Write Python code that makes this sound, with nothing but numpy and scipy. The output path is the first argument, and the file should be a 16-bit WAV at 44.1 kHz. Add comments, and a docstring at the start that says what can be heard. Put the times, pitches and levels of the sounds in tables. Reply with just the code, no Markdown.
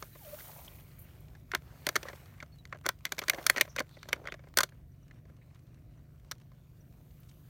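"""Outdoors, on dry straw, thin plastic bottles crinkle: dents in their walls flip with short, dry snaps.
Each snap is filtered noise plus a dying tone; faint noise swells just before it and a faint tail follows.
Straw rustles, hisses and scrapes close by (shaped noise and tiny ticks); one faint squeak falls early on.
Far off are a low rumble of noise, an engine hum of steady multiples and a few bird chips of gliding tone."""
import sys
import numpy as np
from scipy import signal
from scipy.fft import rfft, irfft, next_fast_len
from scipy.io import wavfile
from scipy.ndimage import uniform_filter1d, map_coordinates

SR = 44100
rng = np.random.default_rng(int(sys.argv[2]) if len(sys.argv) > 2 else 0)


def waveform_to_disk(signal):
    """Save audio, clipped to [-1, 1], as 16-bit WAV at the path in sys.argv[1]."""
    frames = np.transpose(np.atleast_2d(signal))
    scaled = np.clip(frames, -1, 1) * 32767
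    samples = np.round(scaled).astype(np.int16)
    wavfile.write(sys.argv[1], SR, samples)


N = 330309
TIME = np.arange(N) / SR


def amp(db):
    """Turn decibels into a plain factor."""
    return 10 ** (np.asarray(db) / 20)


def unit(x):
    """Scale x to an average strength (rms) of 1."""
    return x / np.sqrt(np.mean(x ** 2) + 1e-20)


def curves(rows):
    """One value per sample for each column after the time."""
    times, *columns = np.transpose(rows)
    return [np.interp(TIME, times, column) for column in columns]


def wobble(rate):
    """A smooth random curve through `rate` random points a second."""
    points = rng.standard_normal(int(N * rate / SR) + 4)
    return map_coordinates(points, [TIME * rate])


def filtered(x, response):
    """Multiply the spectrum of x by a response that depends on frequency."""
    size = next_fast_len(N + SR // 2)
    spectrum = rfft(x, size) * response(np.fft.rfftfreq(size, 1 / SR))
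    return irfft(spectrum, size)[:N]


def coloured(x, spectrum):
    """Shape x by a table of (frequency, level) points, then bring it to rms 1."""
    points_hz, points_db = np.transpose(spectrum)
    return unit(filtered(x, lambda hz: amp(np.interp(np.log(hz + 1), np.log(points_hz), points_db))))


def band(x, lo_hz, hi_hz, order=3):
    """Keep only the band between two frequencies."""
    edges = [lo_hz, min(hi_hz, SR / 2 - 1)]
    return signal.sosfilt(signal.butter(order, edges, "band", fs=SR, output="sos"), x)


def burst(x):
    """Scale a short sound to hold the energy of 10 ms at rms 1."""
    return x * np.sqrt(.01 * SR / (np.sum(x ** 2) + 1e-20))


def add(track, s, x):
    """Mix x into the track from time s."""
    start = max(round(s * SR), 0)
    track[start:start + len(x)] += x[:max(N - start, 0)]


def arch(length):
    """Time axis and a swell that rises faster than it dies."""
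    t = np.arange(int(max(length, .004) * SR)) / SR
    return t, np.sin(np.pi * (t / t[-1]) ** 0.45) ** 2


# colour of the far rumble: (frequency [Hz], relative level [dB])
RUMBLE_COLOUR = [(13, -40.5), (22, -24.5), (49, -0.5), (113, -3.5), (155, -7.5), (172, -22), (204, -13),
                 (269, -15.5), (354, -19.5), (398, -24.5), (555, -27.5), (700, -26), (910, -53.5),
                 (1540, -120)]
RUMBLE_DB, RUMBLE_SWING_DB = -57, 1.5  # level and slow drift
# engine hum: (multiple of the firing rate, level [dB])
ENGINE_ORDERS = [(3, -69.5), (4, -69), (5, -63.5), (6, -62), (7, -67.5)]
FIRING_HZ = 24.47


def distance():
    """Low outdoor rumble, and a far engine whose hum sits on multiples of its unsteady firing rate."""
    noise = coloured(rng.standard_normal(N), RUMBLE_COLOUR)
    rumble = amp(RUMBLE_DB + RUMBLE_SWING_DB * wobble(6)) * noise
    firing_hz = FIRING_HZ * (1 + .006 * wobble(3.9))
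    phase = 2 * np.pi * np.cumsum(firing_hz) / SR
    hum = np.zeros(N)
    for multiple, db in ENGINE_ORDERS:
        tone = np.sin(multiple * phase + 2 * np.pi * rng.random())
        hum += amp(db + 0.91 * wobble(3.1)) * unit(tone)
    return rumble + hum


# far small birds: (time [s], length [s], pitch [Hz], level before the swell and a common trim [dB])
BIRD_CHIPS = [(.125, 0.048, 3930, -65), (2.52, 0.058, 4320, -66), (2.583, 0.044, 3900, -62),
              (4.917, 0.017, 5850, -74), (5.029, 0.015, 5830, -71), (5.973, 0.019, 5977, -75.5),
              (6.806, 0.022, 5820, -69)]


def birds():
    """Far birds give short tones that fall slightly, flutter, and swell and fade smoothly."""
    out, flutter = np.zeros(N), .012 * wobble(500)
    for s, length, hz, db in BIRD_CHIPS:
        t, swell = arch(length)
        fall = 0.046 * (.5 - t / t[-1])
        pitch = hz * (1 + fall + flutter[round(s * SR):][:len(t)])
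        tone = unit(np.sin(2 * np.pi * np.cumsum(pitch) / SR))
        add(out, s, amp(db - 2.0) * swell * tone)
    return out


# strokes over the straw: (time near the peak [s], rise [s], fall [s],
#                          rustle level before a trim [dB], hiss level before a trim [dB])
STROKES = [(.01, 0.072, 0.052, -59, -55.5), (.33, .11, 0.25, -59, -52), (1.2, .3, 0.18, -67.5, -72.5),
           (2.02, .22, .2, -58, -64), (3.5, .19, 0.099, -56, -60), (4.05, .2, .25, -66.5, -77.5),
           (7.45, .45, .3, -73, -72)]
STILL_RUSTLE_DB, STILL_HISS_DB = -73.5, -81  # the straw at rest, before the same trims


def brushing():
    """Rustle and hiss levels in dB: each stroke swells and fades over the straw at rest."""
    power = amp([[STILL_RUSTLE_DB], [STILL_HISS_DB]]) ** 2
    for s, rise, fall, rustle_db, hiss_db in STROKES:
        swell = 2 * np.exp(-np.logaddexp((s - TIME) / rise, (TIME - s) / fall))
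        power = power + (amp([[rustle_db], [hiss_db]]) * swell) ** 2
    return 10 * np.log10(power)


def stalks(rate, spread_db, tick_db):
    """Smooth rubbing noise with dense, tiny ticks of single stalks, `rate` a second, each very short."""
    t = np.arange(SR // 150) / SR
    ticks = np.zeros(N)
    for when, pitch, size in rng.random((int(rate * N / SR), 3)):
        hz = 700 * 22 ** pitch
        tick = np.sqrt(hz) * np.sin(2 * np.pi * hz * t) * np.exp(-hz * t)
        add(ticks, when * N / SR, amp(spread_db * size) * tick)
    return rng.standard_normal(N) + amp(tick_db) * unit(ticks)


def patchy(x, depth_db):
    """The colour drifts as different stalks take over: random smooth gains over time and frequency."""
    cells = signal.stft(x, nperseg=512)[2]
    field = rng.standard_normal(cells.shape)
    field = uniform_filter1d(field, size=6, axis=0)
    field = uniform_filter1d(field, size=24, axis=1)
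    return unit(signal.istft(cells * amp(depth_db * unit(field)), nperseg=512)[1][:N])


# colour of the straw's rustle: (frequency [Hz], relative level [dB])
RUSTLE_COLOUR = [(180, -28), (300, -2.5), (404, -2), (872, -5), (1210, -6), (2140, -9), (2570, -10),
                 (3100, -13), (4950, -15), (9000, -19.5), (11700, -30.5), (19800, -120)]
# colour of the straw's hiss: (frequency [Hz], relative level [dB])
HISS_COLOUR = [(1760, -42.5), (3000, -11.5), (4520, -11.5), (4950, -14), (6400, -9.5), (7610, -11.5),
               (10300, -6), (14800, 1.5), (15800, -3.5)]


def straw():
    """Dry stalks rub together: a fuller rustle and a bright hiss, both louder when brushed."""
    rustle_db, hiss_db = brushing()
    rustle = coloured(stalks(rate=490, spread_db=20, tick_db=-8), RUSTLE_COLOUR)
    rustle = patchy(rustle, depth_db=2.0)
    hiss = coloured(stalks(rate=630, spread_db=19.5, tick_db=-5.5), HISS_COLOUR)
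    rustle_gain = amp(rustle_db - 0.94 + 1.3 * wobble(18))
    hiss_gain = amp(hiss_db + 1.0 + 0.7 * wobble(20))
    return rustle_gain * rustle + hiss_gain * hiss


# level is relative to the rustle level from brushing()
STALK_CRACKS_PER_S, STALK_CRACK_DB, STALK_SPREAD_DB, STALK_CRACK_HZ = 5.1, -0.5, 3, 2100


def stalk_cracks():
    """Now and then a dry stalk gives way with a faint noise tick, louder while the straw is brushed."""
    out, t = np.zeros(N), np.arange(SR // 30) / SR
    for when, size, pitch in rng.random((int(STALK_CRACKS_PER_S * N / SR), 3)):
        hz = STALK_CRACK_HZ * 2 ** (pitch - .5)
        noise = rng.standard_normal(len(t)) * np.exp(-t / 0.0036)
        tick = burst(band(noise, hz * .5, hz * 2, order=1))
        add(out, when * N / SR, amp(STALK_CRACK_DB + STALK_SPREAD_DB * (2 * size - 0.5)) * tick)
    rustle_db, _ = brushing()
    return amp(rustle_db) * out


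# stalks and plastic sliding on each other:
# (time [s], length [s], centre [Hz], width [Hz], level before the swell and uneven grip [dB])
SLIDES = [(0.348, 0.69, 760, 435, -61.5), (.52, 0.97, 2250, 600, -70.5), (0.646, .033, 5900, 6000, -54.5),
          (0.677, 0.016, 3200, 500, -55), (0.985, .093, 13000, 5100, -55), (1.206, .004, 12700, 6000, -53),
          (2.099, 0.52, 1750, 1090, -67), (3.288, 0.29, 580, 450, -56), (3.682, 0.15, 5800, 800, -66),
          (3.871, 0.44, 3950, 1100, -70), (4.252, .12, 3280, 500, -65), (4.146, 0.26, 537, 490, -59.5),
          (5.411, .042, 2090, 702, -67.5), (5.553, .035, 1696, 2200, -68),
          (7.108, 0.021, 2695, 4000, -64.5), (7.201, 0.012, 14000, 3490, -59.5),
          (7.285, 0.028, 4000, 5960, -67.5)]


def scrapes():
    """Each slide catches and slips: one broad band of noise whose strength varies unevenly."""
    out, grip = np.zeros(N), amp(5.3 * wobble(110))
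    for s, length, hz, width_hz, db in SLIDES:
        t, swell = arch(length)
        lo_hz = np.hypot(hz, width_hz / 2) - width_hz / 2
        rub = unit(band(rng.standard_normal(len(t)), lo_hz, lo_hz + width_hz, order=2))
        add(out, s, amp(db) * swell * rub)
    return out * grip


# path of the squeak, before its random wobble: (time [s], pitch [Hz], level [dB])
SQUEAK_PATH = [(.2, 973, -76), (.22, 835, -59), (.25, 664, -62), (.275, 592, -48.5), (.305, 597, -57.5),
               (.335, 581, -46.5), (.35, 608, -44.5), (.37, 590, -87)]


def squeak():
    """A thin, slightly rough tone with a faint octave above; it slides down and settles."""
    hz, db = curves(SQUEAK_PATH)
    phase = 2 * np.pi * np.cumsum(hz * (1 + 0.021 * wobble(154.3))) / SR
    sounding = (TIME > SQUEAK_PATH[0][0]) & (TIME < SQUEAK_PATH[-1][0])
    tone = unit(np.sin(phase) + amp(-35) * np.sin(2 * phase))
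    return sounding * amp(db + 3.2 * wobble(86.5)) * tone


def random_ticks():
    """Tiny noise ticks, two strewn at random times around each snap."""
    out, t = np.zeros(N), np.arange(SR // 80) / SR
    for s, db, *_ in SNAPS:
        for delay, size, pitch in rng.standard_normal((2, 3)):
            hz = 2300 * np.exp(0.54 * np.clip(pitch, -2, 2))
            noise = rng.standard_normal(len(t)) * np.exp(-t / 0.0014)
            tick = burst(band(noise, hz / 3.5, hz * 1.2, order=1))
            level_db = -47 + 0.53 * db + 2 * np.clip(size, -2, 2)
            add(out, s + 0.015 + .04 * delay, amp(level_db) * tick)
    return out


# resonances of a bottle wall: (frequency [Hz], width [Hz], level [dB])
WALL_RESONANCES = [(380, 30, -3), (590.5, 110, 4), (1043, 50, -2.5), (1570, 360, 2), (2120, 430, -2.5),
                   (3460, 900, -1.5), (4400, 350, 2), (5928, 280, -0.5), (7305, 300.2, -9.5),
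                   (10000, 450, -12.5), (14400, 870, -3.5)]


def buckle(t, life, ring, ring_db):
    """Tiny uneven folds plus flexing (noise with two decays), heard through the wall's resonances."""
    push = np.exp(-(t / life) ** 1.4) + amp(ring_db) * np.exp(-t / ring)
    rise = .00004 * (life / 0.0012) ** 2  # slow dents start softly
    folds = rng.standard_normal(len(t)) * push * (1 - np.exp(-t / rise))
    out = folds
    for hz, width, db in WALL_RESONANCES:
        out = out + amp(db) * signal.lfilter(*signal.iirpeak(hz, hz / width, SR), folds)
    return out


def snap(knock_db, crack_db, sizzle_db, panel_hz, life):
    """One dent flips: the crease cracks and sizzles, the panel swings, the hollow body knocks."""
    t = np.arange(SR // 16) / SR
    swing = np.sin(2 * np.pi * panel_hz * t) * np.exp(-t / 0.0012) * (1 - np.exp(-t / 0.00053))
    stiff = (panel_hz / 1700) ** .3  # a small, stiff dent flexes in a higher band
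    flex = band(buckle(t, life=1.8 * life, ring=0.0038, ring_db=0.0), 930 * stiff, 2550 * stiff)
    own_pitch = signal.lfilter(*signal.iirpeak(panel_hz, 5.5, SR), flex)
    flex = flex + amp(0.5) * own_pitch  # the panel favours its own pitch
    panel = burst(burst(flex) + amp(-3) * burst(swing))
    knock = burst(band(buckle(t, life=.005, ring=.008, ring_db=-7.5), 240, 800, order=2))
    crack = burst(band(buckle(t, life=1.5 * life, ring=0.0033, ring_db=-8.5), 3000, 7000))
    sizzle = burst(band(buckle(t, life=1.4 * life, ring=.0045, ring_db=-15.5), 7000, 15000))
    low_parts = amp(0.5) * panel + amp(knock_db - 0.5) * knock
    return low_parts + amp(crack_db - 1.1) * crack + amp(sizzle_db - 0.34) * sizzle


def scatter(x, t60, dull_db):
    """The faint, quick answer of the ground and plants around: x smeared by fading noise."""
    t = np.arange(SR // 4) / SR
    noise = rng.standard_normal(len(t))
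    dulled = noise + amp(dull_db) * band(noise, 200, 1800, order=1)
    tail = dulled * amp(-60 * t / t60) * (1 - np.exp(-t / .005))
    return signal.fftconvolve(x, tail / np.linalg.norm(tail))


def lead_in(rise):
    """A faint noise that swells over a few ms before each snap."""
    t = np.arange(SR // 50) / SR
    noise = band(rng.standard_normal(len(t)), 700, 3600, order=2)
    return burst(noise * np.exp((t - t[-1]) / rise))


# squeezes, in which small dents give way: (start time [s], length [s], dents per second, middle level [dB])
SQUEEZES = [(0.119, 0.074, 28, -61), (2.091, .05, 40, -53), (2.741, .03, 60, -57.5),
            (3.308, .15, 40, -56.5), (3.52, .18, 22, -55.5), (3.96, .3, 20, -60), (4.389, .1, 30, -63.5),
            (5.231, 0.068, 28, -68)]
# a small dent is slow, dull and hollow; knock and crack are relative to its level, before trims
DENT_SPREAD_DB, DENT_KNOCK_DB, DENT_CRACK_DB, DENT_HZ, DENT_BUCKLE_S = 2.5, 5.5, -12, 1400, .0032


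def small_dents():
    """Rows like those of the snaps, falling unevenly through each squeeze."""
    rows = []
    for start, length, rate, db in SQUEEZES:
        count = max(round(length * rate), 1)
        for k, (late, size, crack, pitch) in enumerate(rng.uniform(-1, 1, (count, 4))):
            s = start + length * (k + .5 + .5 * late) / count
            level_db = db + DENT_SPREAD_DB * size
            crack_db = DENT_CRACK_DB + 4.5 * crack
            panel_hz = DENT_HZ * 1.5 ** pitch
            rows.append((s, level_db, DENT_KNOCK_DB, crack_db, panel_hz, DENT_BUCKLE_S))
    return rows


# dents that flip with a clear snap; levels are before small trims:
# (time [s], level [dB], hollow knock relative to level [dB], crack relative to level [dB],
#  panel pitch [Hz], buckling time before each part's stretch [s])
SNAPS = [(.025, -43.5, -2.5, -4, 1280, 0.0023), (0.4044, -53.5, -6, -5.5, 1960, 0.0042),
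         (1.3508, -59.5, -2, -8, 1590, 0.003), (1.5166, -39.5, -30, -6.5, 2000, 0.0015),
         (1.5361, -35, -3, -26.5, 1370, 0.0015), (1.5489, -28.5, -13.5, -4, 1480, 0.0013),
         (1.8672, -32, -2, 0.5, 2080, 0.0017), (1.8894, -33.5, -4.5, 1, 1750, 0.0015),
         (1.9561, -29.5, -6, -4, 1820, .0025), (1.9623, -26.5, -10, -5, 1410, 0.0014),
         (2.0297, -47, 0.5, 0, 2360, 0.0022), (2.054, -44.5, 0, -13, 1090, 0.019),
         (2.0847, -43.5, -5.5, -6.5, 1880, 0.0038), (2.4024, -47, -18, -12, 2080, 0.0031),
         (2.4258, -45.5, -3, -8.5, 1370, 0.0035), (2.6532, -53.5, -14, -2, 2000, 0.00099),
         (2.7261, -39, -9, -19, 1440, 0.0023), (2.8463, -48, -11, -20, 1370, .0066),
         (2.8573, -37, -4.5, -13.5, 1480, 0.0041), (2.8632, -30.5, -6, -3, 1160, .0017),
         (2.8893, -29, -12, -1, 1450, 0.0014), (3.0526, -34.5, -16.5, 0.5, 2050, 0.0015),
         (3.0633, -44.5, -14, -9, 2130, .005), (3.121, -35.5, -7, 0.5, 1700, 0.0019),
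         (3.1818, -41.5, -4, -3, 2020, 0.0027), (3.1896, -37.5, -7, 2, 2300, 0.0029),
         (3.2168, -45, 1.5, -7, 2040, .0022), (3.223, -45.5, -2.5, -8.5, 1260, .0034),
         (3.237, -45.5, -11.5, -4.5, 1270, .0023), (3.2823, -34, -9, -1, 1910, 0.0021),
         (3.2974, -24, -17, -1.5, 2190, 0.0015), (3.334, -40.5, 0.5, -7.5, 1780, 0.0019),
         (3.3453, -46.5, 0, -1.5, 2030, 0.0023), (3.384, -45.5, 5.5, -12.5, 1975, 0.0052),
         (3.4654, -27.5, -17.5, 3, 1730, 0.0019), (3.4982, -19.5, -13.5, -4, 1856, 0.0013),
         (3.5619, -35, -7.5, -8.5, 2020, 0.0027), (3.571, -36, -3, -4.5, 2000, 0.0029),
         (3.5803, -30, -11, -9, 1900, 0.0025), (3.5976, -46, -6, -1.5, 2480, 0.004),
         (3.6105, -21, -12, -3.5, 2290, 0.0025), (3.7626, -39, -5, -2.5, 1610, 0.0022),
         (3.7798, -39.5, -10, -10, 2320, .006), (3.7854, -33, -3, -11.5, 2060, 0.0014),
         (3.7929, -36, -13, -2, 2160, 0.0014), (3.8025, -42.5, 9, 2, 2020, .001),
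         (3.8054, -35.5, -16, -15.5, 1500, 0.0011), (4.03, -49, -16, -3, 2100, 0.00048),
         (4.087, -47, -2, 1, 1010, 0.0039), (4.1296, -26.5, -10, -7, 2100, 0.0011),
         (4.2542, -48, -1, -14.5, 1420, 0.0028), (4.2724, -39, -12, -12, 2070, 0.0019),
         (4.285, -42, -7, -22.5, 1480, 0.0024), (4.322, -41.5, -4.5, -10, 2540, 0.0017),
         (4.341, -49.5, 2, -6.5, 1680, .0014), (4.572, -27.5, -5, 3, 1633, 0.0025),
         (4.5867, -24.5, -10.5, -0.5, 1490, 0.00068), (4.6051, -26.5, -12.5, -3, 1160, 0.0032),
         (4.6325, -32, -5, 2, 1444, 0.0029), (4.722, -62.5, -3, -20.5, 1550, .0026),
         (5.1102, -57, -8, -12.5, 1834, 0.0022), (6.3127, -45, -12.5, 6, 1247, 0.0024),
         (6.3174, -43, -12.5, 0, 1294, 0.0017), (6.5171, -66, -3, -10.5, 1083, .0032)]
MIDDLING_DB = -36.5  # the level of a middling snap
# sizzle relative to the snap's level: it grows with the crack and with the force of the flip
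SIZZLE_DB, SIZZLE_PER_CRACK_DB, SIZZLE_PER_DB = -7, 1.47, 0.3446


def bottles():
    """Dents, clear and small, flip: faint noise swells before each and a scattered tail follows it."""
    out = np.zeros(N)
    for s, db, knock_db, crack_db, panel_hz, life in SNAPS + small_dents():
        sizzle_db = SIZZLE_DB + SIZZLE_PER_CRACK_DB * crack_db + SIZZLE_PER_DB * (db - MIDDLING_DB)
        before = amp(db - 25.0) * lead_in(rise=.003)
        pop = amp(db) * snap(knock_db, crack_db, sizzle_db, panel_hz, life)
        add(out, s - len(before) / SR, before)
        add(out, s, pop)
        add(out, s, amp(-26.5) * scatter(pop, t60=0.11, dull_db=-16.0))
    return out


def scene():
    """Birds and rumble far off, straw and bottles close by."""
    far = distance() + birds()
    dry_straw = straw() + stalk_cracks() + scrapes() + squeak()
    snapping = random_ticks() + bottles()
    return (far + dry_straw + snapping)[None]


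# narrow dips in the microphone's response: (frequency [Hz], width [Hz], level [dB])
MICROPHONE_DIPS = [(852, 110, -2.5), (2647, 57, -2.5), (4950, 160, -3), (7630, 230, -2), (10560, 300, -6)]
TOP_HZ = 16000  # the microphone's band limit


def record(dry):
    """The microphone sheds the deepest bass, has a few narrow dips and stops at its band limit."""
    def response(hz):
        dips_db = sum(db * np.exp(-((hz - centre) / width) ** 2) for centre, width, db in MICROPHONE_DIPS)
        return amp(dips_db) * (hz < TOP_HZ)

    low_cut = signal.butter(3, 31, "high", fs=SR, output="sos")
    return filtered(signal.sosfilt(low_cut, dry[0]), response)[None]


dry = scene()
out = record(dry)
waveform_to_disk(out)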